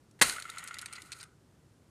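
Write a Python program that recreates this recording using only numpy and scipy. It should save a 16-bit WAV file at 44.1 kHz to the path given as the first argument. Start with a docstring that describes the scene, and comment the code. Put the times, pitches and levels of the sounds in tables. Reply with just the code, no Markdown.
"""Game spinner, close up

A plastic spinner on its board, close to the microphone in a quiet room. A fingernail snaps against
the arrow, which slams on its loose pivot and whirrs round. The hub knocks on the hollow board, and
the arrow ticks unevenly as it slows, then scrapes to a stop after about a second."""
import sys
import numpy as np
from scipy import signal
from scipy.fft import rfft, irfft
from scipy.io import wavfile

SR = 44100
rng = np.random.default_rng(int(sys.argv[2]) if len(sys.argv) > 2 else 0)


def digitize_waveform(pressure):
    """Quantize a signal to 16-bit integers and store it at the path in sys.argv[1].

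    Rows of a 2-D input are taken as channels; values are limited to [-1, 1].
    """
    field = np.atleast_2d(pressure).T
    bounded = np.clip(field, -1, 1)
    quanta = np.round(bounded * 32767).astype(np.int16)
    wavfile.write(sys.argv[1], SR, quanta)


N = 83790

# Levels in the tables are relative; each source adds its own gains.
# blows of the flick, the slam on the pivot last: t/s, level/dB, fade time constant/s
BLOWS = [(.1912, -59, .002), (.1975, -57, .004), (.2128, -28, .002), (.2147, -11.5, .0038),
         (.221, -11, .0048)]
# board modes under the flick: f/Hz, width/Hz, level under the nail/dB, level under the slam/dB
FLICK_MODES = [(265, 70, 2.5, -11), (377, 160, 1, -10.5), (953, 60, 2.5, 1), (1100, 50, -0.5, 1.5),
               (1261, 50, 1, 4), (1467, 190, 5.5, -1.5), (1694, 100, 10, 4), (1907, 100, 8.5, 12),
               (2055, 64, 0.5, 6.5)]
# spectrum of a blow's crack: f/Hz, level/dB
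CRACK_COLOUR = [(60, -30), (250, -6), (650, -9), (3200, -6.5), (4000, -2), (5300, -11.5), (9200, -1.5),
                (10500, -13.5), (13000, -18.5), (15500, -36.5)]
# arrow modes rung by the slam: f/Hz, width/Hz, level/dB
TWANG_MODES = [(2745, 60, -7), (3716, 50, -6), (4043, 43, 0), (4412, 55, -6), (7173, 70, -8),
               (8400, 50, -6), (8968, 45, -1), (9136, 80, -4)]
# ticks of the arrow on its pivot: t/s, level/dB, treble lift/dB, chatter length/s, strongest ring/Hz
PIVOT_TICKS = [(0.111, -52.5, 2, 0.0026, 5500), (0.296, -16.5, -13, 0.002, 8600),
               (0.3993, -29, -6, 0.0017, 8800), (0.423, -27, -5.5, 0.0018, 3660),
               (0.4995, -27.5, 4, 0.0015, 3920), (0.5825, -27.5, -4, 0.0039, 7630),
               (0.593, -35, -8, 0.0015, 7900), (0.6394, -34, 20, 0.0011, 10600),
               (0.675, -28, -5, 0.0024, 8100), (0.6817, -35, -5, 0.0049, 6700),
               (0.7418, -30, -2, 0.0024, 4720), (0.786, -26, 2, 0.00083, 3860),
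               (0.7889, -29.5, -8, 0.004, 3970), (0.8145, -28.5, 5, 0.00097, 9900),
               (0.82, -30, -1, 0.0015, 8550), (0.8589, -26.5, -10.5, 0.0027, 8400),
               (0.9268, -30.5, -3.5, 0.0016, 8170), (0.9332, -30, -6, 0.0018, 8700),
               (0.953, -40, -17, 0.013, 4670), (1.0198, -31, 1.5, 0.00091, 4200),
               (1.1188, -27.5, -9, 0.0021, 6300), (1.1249, -33.5, -9.5, 0.0088, 4140),
               (1.199, -42.5, -18, 0.0049, 4680), (1.208, -37.5, -4, 0.0077, 4840),
               (1.2293, -33, -4.5, 0.0012, 8700), (1.2364, -34.5, -6, 0.0018, 9200)]
# spectrum of the ticking and rubbing: f/Hz, level/dB
ARROW_COLOUR = [(650, -2.5), (1400, -7), (2400, 1), (3300, -6.5), (4200, -2), (5600, -4.5), (6600, -6),
                (8500, 2), (10800, -3.5), (13000, -11), (15500, -22)]
# arrow resonances under ticking and rubbing: f/Hz, width/Hz, level/dB
ARROW_MODES = [(4080, 290, -4), (6530, 250, -2.5), (8510, 160, -12.5), (8800, 210, -3.5)]
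# rubbing of the arrow: t/s, level/dB
SCRAPE_CURVE = [(.22, -27), (.25, -38), (.28, -36), (.30, -39.5), (.35, -47.5), (.44, -60.5), (.9, -70.5),
                (1.06, -62), (1.11, -71.5), (1.19, -57.5), (1.25, -96)]
# dull knocks of the hub on the board: t/s, level/dB, strongest ring/Hz
HUB_KNOCKS = [(0.326, -37.5, 1525), (0.3653, -35.5, 1334), (0.3824, -34.5, 1464), (0.453, -37.5, 1373),
              (0.4928, -35.5, 1350), (0.5709, -37.5, 1325), (0.7095, -36.5, 1395), (0.7677, -41, 1970),
              (0.827, -40, 1450), (0.9815, -40.5, 2007), (1.118, -46, 1397), (1.329, -66, 1460)]
# rolling of the hub: t/s, level/dB
WHIRR_CURVE = [(.22, -35.5), (.3, -42.5), (.42, -54), (.58, -50), (.8, -55), (.95, -53), (1.03, -60.5),
               (1.12, -56), (1.25, -57.5), (1.33, -73)]
# board resonances under the turning hub: f/Hz, width/Hz, level/dB
BOARD_MODES = [(1371, 110, -2), (1452.4, 90, -1), (1926, 39, -7), (2086, 270, -3.5), (2550, 1100, -11),
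               (6950, 300, -13), (7920, 340, -18)]
# soft bumps of the board on its surface: t/s, level/dB, f/Hz
BOARD_THUDS = [(0.2233, -35, 240), (.239, -47, 58), (0.257, -42, 150), (1.033, -54.5, 300)]
# spectrum of the room's tail: f/Hz, level/dB
TAIL_COLOUR = [(400, -2.5), (8000, 6), (15000, -10.5)]
# spectrum of the room tone: f/Hz, level/dB
HUSH_COLOUR = [(25, -30.5), (60, -5), (115, 1.5), (200, -5.5), (370, -8.5), (700, -19), (1400, -21.5),
               (2400, -28.5), (9300, -31), (15500, -45)]

BLOW_HOLD_S, CRACK_DB, PUSH_DB, CONTACT_RING_DB, TWANG_DB = 0.0023, -1, 21.5, -11, 4.5
TICK_DB, TICK_FADE_S, TICK_BAND_HZ, LIFT_HZ = -14.5, 0.0026, (1400, 13800), 6210
ARROW_RING_DB, PING_DB, PING_WIDTH_HZ = -8, -3.5, 400
BOUNCES_PER_S, GRAINS_PER_S = 3000, 7500
KNOCK_DB, KNOCK_RISE_S, KNOCK_FADE_S, KNOCK_RATTLE_DB = -2.5, 0.0014, 0.0057, -4
DULL_FROM_S, DULL_DB_PER_S = 1.0, 32
ROOM_DB, ROOM_GAP_S, ROOM_T60_S, HUSH_DB = -19, 0.0046, 0.19, -62.5


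def flick():
    """The nail strikes the arrow, which slams on its pivot and twangs; each blow rings the board."""
    crack, rings, slam_s = 0, 0, BLOWS[-1][0]
    for s, db, fade in BLOWS:
        contact = undb(db) * chatter(s, BLOW_HOLD_S, fade)
        push = undb(db + PUSH_DB) * signal.unit_impulse(N, round(s * SR))
        modes = [(hz, width, slam if s == slam_s else nail) for hz, width, nail, slam in FLICK_MODES]
        rings += through(push + undb(CONTACT_RING_DB) * contact, ringing(modes))
        crack += contact
    twang = through(signal.unit_impulse(N, round(slam_s * SR)), ringing(TWANG_MODES))
    return undb(CRACK_DB) * through(crack, response(CRACK_COLOUR)) + rings + undb(TWANG_DB) * twang


def arrow():
    """The arrow rubs and ticks: a tick is a burst of tiny bounces, each contact with its own ring."""
    ticks, pings = 0, 0
    highpass = signal.butter(2, LIFT_HZ, "high", fs=SR)
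    per_sample = BOUNCES_PER_S / SR
    bounce_count = np.floor(np.cumsum(rng.exponential(per_sample, N)))
    bounces = np.diff(bounce_count, prepend=0) / np.sqrt(per_sample)
    for s, db, lift_db, length, hz in PIVOT_TICKS:
        tick = undb(db + TICK_DB) * bounces * chatter(s, length, TICK_FADE_S)
        treble = signal.filtfilt(*highpass, tick)
        ticks += (tick - treble) * undb(-lift_db / 2) + treble * undb(lift_db / 2)
        pings += through(tick, ringing([(hz, PING_WIDTH_HZ, 0)], size=512))
    ticks = signal.lfilter(*signal.butter(2, TICK_BAND_HZ, "band", fs=SR), ticks)
    force = ticks + friction(SCRAPE_CURVE, rough_db=2)
    rings = undb(ARROW_RING_DB) * through(force, ringing(ARROW_MODES)) + undb(PING_DB) * pings
    return through(force, response(ARROW_COLOUR)) + rings


def hub():
    """The wobbling hub rolls and knocks on the hollow board, duller as it slows."""
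    force, knocks = friction(WHIRR_CURVE, rough_db=3), 0
    for s, db, hz in HUB_KNOCKS:
        t = since(s)
        swell = (1 - np.exp(-t / KNOCK_RISE_S)) * np.exp(-t / KNOCK_FADE_S)
        knocks += 2 * undb(db + KNOCK_DB) * swell * np.sin(2 * np.pi * hz * t)
        force += undb(db + KNOCK_RATTLE_DB) * chatter(s, 0, KNOCK_FADE_S)
    t, modes = np.arange(SR // 10) / SR, []
    for hz, width, db in BOARD_MODES:
        fade = np.exp(-np.pi * width * t)
        envelope = fade - fade ** 4  # the soft onset darkens the valleys between resonances
        modes.append(undb(db) * width * envelope * np.sin(2 * np.pi * hz * t))
    lower = through(force, sum(modes[:2]))
    upper = through(force, sum(modes[2:])) * undb(-DULL_DB_PER_S * since(DULL_FROM_S))
    return knocks + (lower + upper) / np.linalg.norm(sum(modes))


def thuds(fade_s=0.01):
    """The board bumps softly on the surface under it."""
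    return sum(undb(db) * np.exp(-since(s) / fade_s) * np.sin(2 * np.pi * hz * since(s))
               for s, db, hz in BOARD_THUDS)


def room(direct):
    """The short diffuse tail of a furnished room, well under the direct sound at this distance."""
    t = since(ROOM_GAP_S)
    tail = rng.standard_normal(N) * (t > 0) * np.exp(-np.log(1000) * t / ROOM_T60_S)
    reflections = through(direct, unit(tail) / np.sqrt(N))
    return undb(ROOM_DB) * through(reflections, response(TAIL_COLOUR))


def room_tone():
    """A low steady hush behind the spinner."""
    return undb(HUSH_DB) * unit(through(rng.standard_normal(N), response(HUSH_COLOUR, size=8192)))


def chatter(start, hold, fade):
    """A contact: dense tiny impacts that hold briefly and die away."""
    t = since(start)
    return np.sign(rng.standard_normal(N)) * (t > 0) * np.exp(-np.maximum(t - hold, 0) / fade)


def friction(curve, rough_db, catch_hz=160):
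    """Dense uneven grains of sliding contact that follow a level curve."""
    t = np.arange(N) / SR
    s, db = np.array(curve).T
    grains = rng.standard_normal(N) * (rng.random(N) < GRAINS_PER_S / SR)
    catch = np.interp(t * catch_hz, np.arange(N), rng.standard_normal(N))
    level = undb(np.interp(t, s, db)) * (t > s[0]) * (t < s[-1])
    return unit(grains * undb(rough_db * catch)) * level


def ringing(modes, size=8192):
    """Unit-energy impulse response of resonances: f/Hz, width/Hz, level/dB."""
    t = np.arange(size) / SR
    ring = sum(undb(db) * width * np.exp(-np.pi * width * t) * np.cos(2 * np.pi * hz * t)
               for hz, width, db in modes)
    return unit(ring) / np.sqrt(size)


def response(points, size=2048):
    """Unit-energy impulse response with a given spectrum: f/Hz, level/dB."""
    hz, db = np.array(points, float).T
    f = np.maximum(np.arange(size // 2 + 1) * SR / size, 1)
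    gain = undb(np.interp(np.log(f), np.log(hz), db))
    cepstrum = irfft(np.log(gain))
    cepstrum[1:size // 2] *= 2  # fold to minimum phase, keeping attacks sharp
    cepstrum[size // 2 + 1:] = 0
    return unit(irfft(np.exp(rfft(cepstrum)))) / np.sqrt(size)


def through(x, impulse_response):
    """Send a sound through an impulse response."""
    return signal.fftconvolve(x, impulse_response)[:N]


def since(start):
    """Seconds since a moment, zero before it."""
    return np.maximum(np.arange(N) / SR - start, 0)


def undb(db):
    """Decibels to gain."""
    return 10 ** (np.asarray(db) / 20)


def unit(x):
    """Scale to rms 1."""
    return x / np.sqrt(np.mean(x ** 2))


def scene():
    """One microphone: the spinner close up, the quiet room behind it."""
    hush = room_tone()
    spinner = flick() + thuds() + arrow() + hub()
    return (spinner + room(spinner) + hush)[None]


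def record(dry):
    """The microphone rounds the loudest peaks and cuts the top."""
    ceiling, top_hz = undb(-9), 15000
    rounded = ceiling * np.tanh(dry / ceiling)
    return signal.sosfilt(signal.ellip(8, .2, 70, top_hz, fs=SR, output="sos"), rounded)


dry = scene()
out = record(dry)
digitize_waveform(out)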